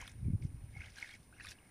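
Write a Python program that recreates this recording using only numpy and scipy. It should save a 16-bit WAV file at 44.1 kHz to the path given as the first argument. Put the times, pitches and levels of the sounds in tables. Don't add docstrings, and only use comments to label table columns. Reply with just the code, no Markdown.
import sys
import numpy as np
from scipy import signal
from scipy.fft import rfft, irfft, next_fast_len
from scipy.io import wavfile
from scipy.ndimage import map_coordinates

SR = 44100
rng = np.random.default_rng(int(sys.argv[2]) if len(sys.argv) > 2 else 0)


def to_linear_factor(level_db):
    exponent = np.asarray(level_db, float) / 20
    return 10 ** exponent


def wav_record(signal):
    frames = np.transpose(np.atleast_2d(signal))
    bounded = np.clip(frames, -1, 1)
    quanta = np.round(bounded * 32767).astype(np.int16)
    wavfile.write(sys.argv[1], SR, quanta)


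N = 74970

# (time [s], water stirred [dB], spray share [dB])
STIRRING = [(0, -49, -10), (.1, -60.5, -8.5), (.16, -75, 0), (.41, -80.5, -0.5), (.425, -71.5, 4),
            (.5, -77, -3.5), (.715, -73, -4), (.745, -61.5, -12), (.86, -52, -12), (.94, -71.5, 3),
            (.98, -55.5, -2), (1.15, -58.5, -4.5), (1.175, -74, 3), (1.3, -78.5, -3), (1.39, -63, -9),
            (1.42, -61.5, -4), (1.52, -62, 6), (1.55, -68.5, -11)]
# (time [s], peak [dB], first pitch [Hz], life [cycles])
SINGLE_BUBBLES = [(0.0241, -45.5, 858, 3.9), (.763, -54, 685, 3), (0.98, -60, 750, 4),
                  (1.022, -56, 766, 4.7), (1.326, -55.5, 1340, 15.4), (1.339, -62, 2320, 18),
                  (1.3654, -59.5, 1370, 7.6), (1.366, -64, 2380, 12), (1.399, -44, 1630, 8.3),
                  (1.407, -44.5, 2255, 9.5), (1.407, -48.5, 1464, 15), (1.446, -55, 1067, 23),
                  (1.5864, -56, 2400, 6), (1.6292, -66, 1800, 5.6), (1.649, -65, 2320, 3.1)]
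# (time [s], peak [dB], pitch
# [Hz], life [cycles])
POPS_AND_TICKS = [(0.0132, -41.5, 1526, 3.5), (0.0662, -45, 2090, 0.77), (0.0799, -36.5, 1700, 1.06),
                  (0.4237, -48, 2270, 5.8), (0.749, -48.5, 2194, 18), (0.7657, -42.5, 2195, 20.6),
                  (0.8044, -38.5, 2150, 9), (0.8154, -39, 2330, 6.4), (0.846, -45.5, 2160, 3.5),
                  (0.9665, -47.5, 1604, 8.7), (0.9826, -41.5, 1610, 7.1), (1.026, -28, 2176, 6.1),
                  (1.0439, -37.5, 1960, 6.5), (1.0571, -45, 1930, 5), (1.0904, -45.5, 1810, 6),
                  (1.123, -51, 3240, 32), (1.138, -43, 2234, 12), (1.4475, -43, 1510, 5.4),
                  (1.47, -38.5, 1830, 3.4), (1.517, -45, 1700, 6.8), (.006, -50, 3220, 20),
                  (.026, -52, 3050, 17), (0.073, -57, 9800, 12), (.246, -60, 2370, 14), (.268, -67, 2240, 32),
                  (.292, -67, 2190, 47), (.322, -68, 2430, 24), (.43, -66, 2160, 36), (.737, -58, 2120, 16),
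                  (0.794, -53, 2320, 5.9), (0.819, -36.5, 2380, 4.2), (0.813, -49.5, 1527, 8.3),
                  (.884, -56, 1887, 9.5), (.995, -52, 2170, 8), (1.013, -52, 2350, 12),
                  (1.07, -50.5, 1700, 10), (1.113, -49, 2250, 12), (1.429, -52, 9800, 20),
                  (1.434, -53, 9700, 20), (1.4382, -52, 9900, 22), (1.445, -46, 9600, 15),
                  (1.449, -39.5, 2430, 5.9), (1.484, -42, 3550, 16), (1.492, -55, 3520, 16),
                  (1.515, -49, 2570, 15), (1.363, -64.5, 5800, 30), (1.413, -59, 4000, 35),
                  (1.421, -58, 4030, 27), (0.844, -52.5, 3120, 12), (0.861, -51.5, 3200, 9.2)]
# (time [s], peak [dB], centre [Hz], sizzle [dB])
WATER_SHEETS = [(0.0134, -45, 6100, -5.5), (0.0675, -48.5, 5100, -22), (0.0768, -42.5, 3500, -5),
                (0.094, -52.5, 5860, -7), (0.116, -58.5, 6740, 1), (0.437, -58, 8400, -14),
                (0.8576, -54, 5700, -21), (0.9015, -54.5, 5200, -21), (0.9575, -49.5, 5850, -27),
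                (0.9845, -44.5, 4100, -18), (1, -54, 5700, -16.5), (1.0114, -47.5, 3840, -18),
                (1.0743, -47.5, 3930, -24), (1.0895, -50, 3900, -24), (1.109, -49, 3900, -5),
                (1.3967, -60, 4080, -30), (1.4476, -53, 5000, -5), (1.4565, -50.5, 4700, 4),
                (1.468, -47, 3880, -3), (1.4779, -44.5, 3970, -27), (1.4872, -45.5, 5600, -13),
                (1.504, -54, 6160, 4.5), (1.516, -46, 4300, -5), (.42, -61, 5040, -23),
                (.446, -63, 5800, -20), (.465, -63, 5600, -17), (.766, -64, 5800, -22),
                (.864, -60, 4000, -8), (.92, -60, 4840, -14), (1.063, -60, 3800, -20),
                (1.136, -55, 5200, -2), (1.147, -55, 5440, -8), (1.229, -71, 5000, 5),
                (1.438, -50, 4140, -13), (1.4435, -49.5, 4000, -16), (1.491, -51, 5170, 3),
                (1.5095, -47.5, 5470, 0), (1.404, -58, 4700, -20), (1.41, -61, 5800, -12),
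                (.058, -66, 3500, 5)]
# (frequency [Hz], density [dB per Hz])
SPLASH_SPECTRUM = [(500, -37.5), (1300, -4), (2500, 6), (4000, -2.5), (6500, -10), (9000, -22),
                   (15000, -32)]
# (frequency [Hz], density [dB per Hz])
SIZZLE_SPECTRUM = [(7000, -14), (9000, -7.5), (10800, -8.5), (12600, -17), (13800, -26)]
# (frequency [Hz], gain [dB])
PATH_COLOUR = [(800, 13.5), (1150, -0.5), (1600, 6.5), (2200, 2.5), (2950, -2.5), (3700, -4.5),
               (4600, -3.5), (5700, -2.5)]
# (centre [Hz], width [Hz], gain [dB])
ECHO_DIPS = [(1854, 94, -5), (3000, 150, 0), (3950, 100, -1), (4570, 270, -5.5), (5420, 97, -2.5),
             (6980, 680, -4)]
# (time [s], strength [dB])
WIND_STRENGTH = [(0, -49.5), (.07, -56), (.21, -40), (.26, -33.5), (.355, -35.5), (.372, -50), (.41, -41.5),
                 (.445, -34.5), (.475, -41), (.6, -49.5), (.8, -46), (.94, -62), (1.27, -58), (1.5, -58),
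                 (1.56, -63), (1.7, -63)]
# (time [s], peak [dB], swing [Hz])
WIND_EDDIES = [(0.179, -45, 69), (0.215, -39, 121), (0.231, -34.5, 117), (0.245, -35.5, 67),
               (0.257, -32, 107), (0.264, -30.5, 102), (.284, -26, 165), (0.295, -57, 90), (.305, -26, 135),
               (0.337, -25.5, 133), (0.347, -28.5, 93), (0.356, -28, 93), (0.439, -37, 97),
               (0.453, -26, 112.6), (0.547, -37, 97.5), (.62, -42, 87), (.643, -40.5, 100),
               (0.698, -45.5, 72.4), (.736, -47, 94), (0.772, -40.5, 102), (0.802, -43.5, 75.5),
               (0.031, -45, 54.6), (0.423, -51, 85), (1.202, -48.5, 114), (1.498, -52, 58)]
# (frequency [Hz], density [dB per Hz])
RUMBLE_SPECTRUM = [(12, -54), (25, -5.5), (70, 2), (100, 4.5), (155, -12.5), (245, -15.5), (330, -21.5),
                   (600, -39.5), (780, -82), (1320, -120)]
# (frequency [Hz], density [dB per Hz])
MARSH_SPECTRUM = [(250, 6.5), (450, -2), (1050, -6), (1500, -12), (2200, -12.5), (3500, -21.5),
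                  (5500, -20.5), (7300, -26.5), (8400, -15.5), (11000, -22), (15500, -26)]

GURGLE_HZ, GURGLE_SPREAD, GURGLE_CYCLES, GURGLE_DB, GURGLE_CLUMP_DB = 2107, 0.176, 4.05, -4.5, 2.5
SPRAY_HZ, SPRAY_SPREAD, SPRAY_CYCLES, SPRAY_DB, SPRAY_CLUMP_DB = 4800, 0.28, 4, -3, 1.8
WASH_DB, WASH_CLUMP_DB = -7, 2.2
MIST_DB, MIST_GROWTH = -63, 2.7
BUBBLE_RISE, SMALL_BUBBLE_RISE = 0.306, 0.055
BUBBLE_SWELL_S, BUBBLE_BURST = 0.00019, 0.08
POP_DB = -4
SLAP_S, SLAP_RISE, SLAP_OCTAVES, SLAP_DB, SLAP_WIDE_DB = 0.0016, 0.29, 0.17, 5.5, -12
SCATTER_DB, SCATTER_T60_S = -11, 0.09
BUFFET_DB, LUMP_DB = -5, 2
EDDY_CYCLES, EDDY_DB, EDDY_CREST = 0.36, -0.5, 0.14
INSECT_DB, STROKE_RATE_HZ, STROKE_SAG_HZ_PER_S = -73, 209, 2.5
WING_HZ, WING_FALL_HZ, WING_S, WING_SCATTER_DB, WING_BLUR_DB = 9386, 330, 0.0014, 1, -11
MARSH_DB = -67
SELF_NOISE_DB, SELF_TILT, TOP_HZ = -76.5, 0.58, 15480


def unit(x):
    return x / np.sqrt(np.mean(x ** 2) + 1e-20)


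def along(points, hz):
    f, v = np.transpose(points)
    return np.interp(np.log(hz + 1), np.log(f + 1), v)


def curves(rows):
    s, *columns = np.transpose(rows)
    return [np.interp(np.arange(N) / SR, s, column) for column in columns]


def wobble(rate):
    knots = rng.standard_normal(int(N * rate / SR) + 4)
    return map_coordinates(knots, [np.arange(N) * rate / SR])


def filtered(x, response):
    m = next_fast_len(N + 8192)
    return irfft(rfft(x, m) * response(np.fft.rfftfreq(m, 1 / SR)), m)[..., :N]


def hiss(spectrum):
    return unit(filtered(rng.standard_normal(N), lambda hz: to_linear_factor(along(spectrum, hz))))


def place(s, shapes, lead=0):
    start = np.round(np.asarray(s) * SR).astype(int)[:, None]
    at = start + np.arange(shapes.shape[1]) - lead
    return np.bincount(np.clip(at, 0, N).ravel(), shapes.ravel(), N + 1)[:N]


def water():
    stir_db, spray_db = curves(STIRRING)
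    stirred = to_linear_factor(stir_db) * (gurgle() + to_linear_factor(spray_db) * (spray() + wash()))
    return stirred + single_bubbles() + mist(stir_db + spray_db) + pops() + slaps()


def gurgle():
    crowd = swarm(GURGLE_HZ, GURGLE_SPREAD, GURGLE_CYCLES, count=2400)
    return to_linear_factor(GURGLE_DB + GURGLE_CLUMP_DB * wobble(59.35)) * crowd


def spray():
    crowd = swarm(SPRAY_HZ, SPRAY_SPREAD, SPRAY_CYCLES, count=6000)
    return to_linear_factor(SPRAY_DB + SPRAY_CLUMP_DB * wobble(89.04)) * crowd


def wash():
    noise = unit(filtered(hiss(SPLASH_SPECTRUM), lambda hz: to_linear_factor(path_db(hz))))
    return to_linear_factor(WASH_DB + WASH_CLUMP_DB * wobble(120)) * noise


def mist(thrown_db):
    growth_db = MIST_GROWTH * (thrown_db - np.max(thrown_db))
    return to_linear_factor(MIST_DB + growth_db + 1.2 * wobble(150)) * hiss(SIZZLE_SPECTRUM)


def single_bubbles():
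    s, db, hz, cycles = np.transpose(SINGLE_BUBBLES)
    return bubbles(s, to_linear_factor(db), hz, cycles[:, None], BUBBLE_RISE)


def bubbles(s, gain, hz, cycles, rise, size=1100):
    t, hz = np.arange(size) / SR, hz[:, None]
    u = t * hz / cycles
    turns = cycles * (u + rise * (2 * u - np.log1p(2 * u)) / 2)
    decay = np.exp(-u - BUBBLE_BURST * u ** 3)
    ring = np.sin(2 * np.pi * turns) * decay * (1 - np.exp(-t / BUBBLE_SWELL_S))
    return place(s, gain[:, None] * ring / np.abs(ring).max(axis=1, keepdims=True))


def swarm(hz, spread, cycles, count):
    s = rng.random(count) * N / SR
    gain = to_linear_factor(2.2 * np.minimum(rng.exponential(size=count), 4))
    pitch = np.clip(hz * np.exp(spread * rng.standard_normal(count)), 600, 14000)
    lives = cycles * np.exp(0.45 * rng.standard_normal(count))[:, None]
    crowd = bubbles(s, gain, pitch, lives, SMALL_BUBBLE_RISE, size=300)
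    return unit(filtered(crowd, lambda f: to_linear_factor(path_db(f))))


def pops():
    s, db, hz, cycles = np.transpose(POPS_AND_TICKS)[:, :, None]
    cycles = np.clip(cycles, 1, 40)
    u = np.arange(900) / SR * hz / cycles * 2
    swell = (u * np.exp(1 - u)) ** 2
    return place(s[:, 0], to_linear_factor(db + POP_DB) * swell * np.sin(np.pi * cycles * u))


def slaps():
    s, db, hz, sizzle_db = np.transpose(WATER_SHEETS)[:, :, None]
    f, u = np.fft.rfftfreq(1024, 1 / SR) + 1, np.arange(1024) / SR / SLAP_S
    body = np.exp(-(np.log2(f / hz) / SLAP_OCTAVES) ** 2 / 2)
    wide = to_linear_factor(SLAP_WIDE_DB + along(SPLASH_SPECTRUM, f) + path_db(f))
    sizzle = to_linear_factor(sizzle_db + along(SIZZLE_SPECTRUM, f))
    noise = irfft(rfft(rng.standard_normal((len(s), len(u)))) * (body + wide + sizzle))
    envelope = 1.55 * (1 - np.exp(-u / SLAP_RISE)) * np.exp(-u / 2.03)
    return place(s[:, 0], to_linear_factor(db + SLAP_DB) * envelope * noise)


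def path_db(hz):
    dips = sum(db * np.exp(-((hz - centre) / width) ** 2 / 2) for centre, width, db in ECHO_DIPS)
    return along(PATH_COLOUR, hz) + dips


def scattered(x):
    t = np.arange(SR // 5) / SR
    tail = rng.standard_normal(len(t)) * to_linear_factor(-60 * t / SCATTER_T60_S) * (t > 0.002)
    return x + to_linear_factor(SCATTER_DB) * signal.fftconvolve(x, tail / np.linalg.norm(tail))[:N]


def wind():
    strength_db, = curves(WIND_STRENGTH)
    lumpy = unit(to_linear_factor(LUMP_DB * wobble(24.58)) * hiss(RUMBLE_SPECTRUM))
    return to_linear_factor(strength_db + BUFFET_DB) * lumpy + eddies()


def eddies():
    s, db, hz = np.transpose(WIND_EDDIES)[:, :, None]
    u = np.arange(-1200, 1200) / SR * hz
    phase = u + 0.045 * rng.standard_normal(hz.shape)
    swing = np.cos(2 * np.pi * phase) * np.exp(-(u / EDDY_CYCLES) ** 2 / 2)
    swing = swing + EDDY_CREST * swing ** 2
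    size = len(u[0])
    swing -= swing.sum(axis=1, keepdims=True) * np.hanning(size) * 2 / size
    return place(s[:, 0], to_linear_factor(db + EDDY_DB) * swing, lead=1200)


def insect():
    k = np.arange(int(STROKE_RATE_HZ * N / SR))
    s = k / STROKE_RATE_HZ * (1 + STROKE_SAG_HZ_PER_S * k / STROKE_RATE_HZ ** 2 / 2) + 0.0024
    detune, phase, scatter = rng.standard_normal((3, len(k), 1))
    u = (np.arange(260) - 130) / SR / WING_S
    pitch = WING_HZ + 70 * detune - WING_FALL_HZ * u / 2
    turn = 2 * np.pi * WING_S * u * pitch + 3.8 * phase
    strokes = unit(place(s, to_linear_factor(WING_SCATTER_DB * scatter) * np.exp(-u ** 2 / 2) * np.sin(turn)))
    blur = hiss([(8300, -30), (9100, 1.5), (9800, -3), (10800, -39)])
    return to_linear_factor(INSECT_DB + 0.35 * wobble(2.1)) * unit(strokes + to_linear_factor(WING_BLUR_DB) * blur)


def marsh():
    return to_linear_factor(MARSH_DB + 0.75 * wobble(5.0)) * hiss(MARSH_SPECTRUM)


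def self_noise():
    def response(hz):
        return (hz / 5000) ** SELF_TILT + 0.5 * np.exp(-np.log(hz / 600 + 0.00092) ** 2)
    return to_linear_factor(SELF_NOISE_DB) * unit(filtered(rng.standard_normal((2, N)), response))


def scene():
    return np.tile(scattered(water()) + wind() + insect() + marsh(), (2, 1))


def band_limit(x):
    return signal.sosfilt(signal.butter(12, 15880, fs=SR, output="sos"), x)


def record(dry):
    mix = filtered(dry + self_noise(), lambda hz: hz < TOP_HZ)
    return band_limit(mix)


dry = scene()
out = record(dry)
wav_record(out)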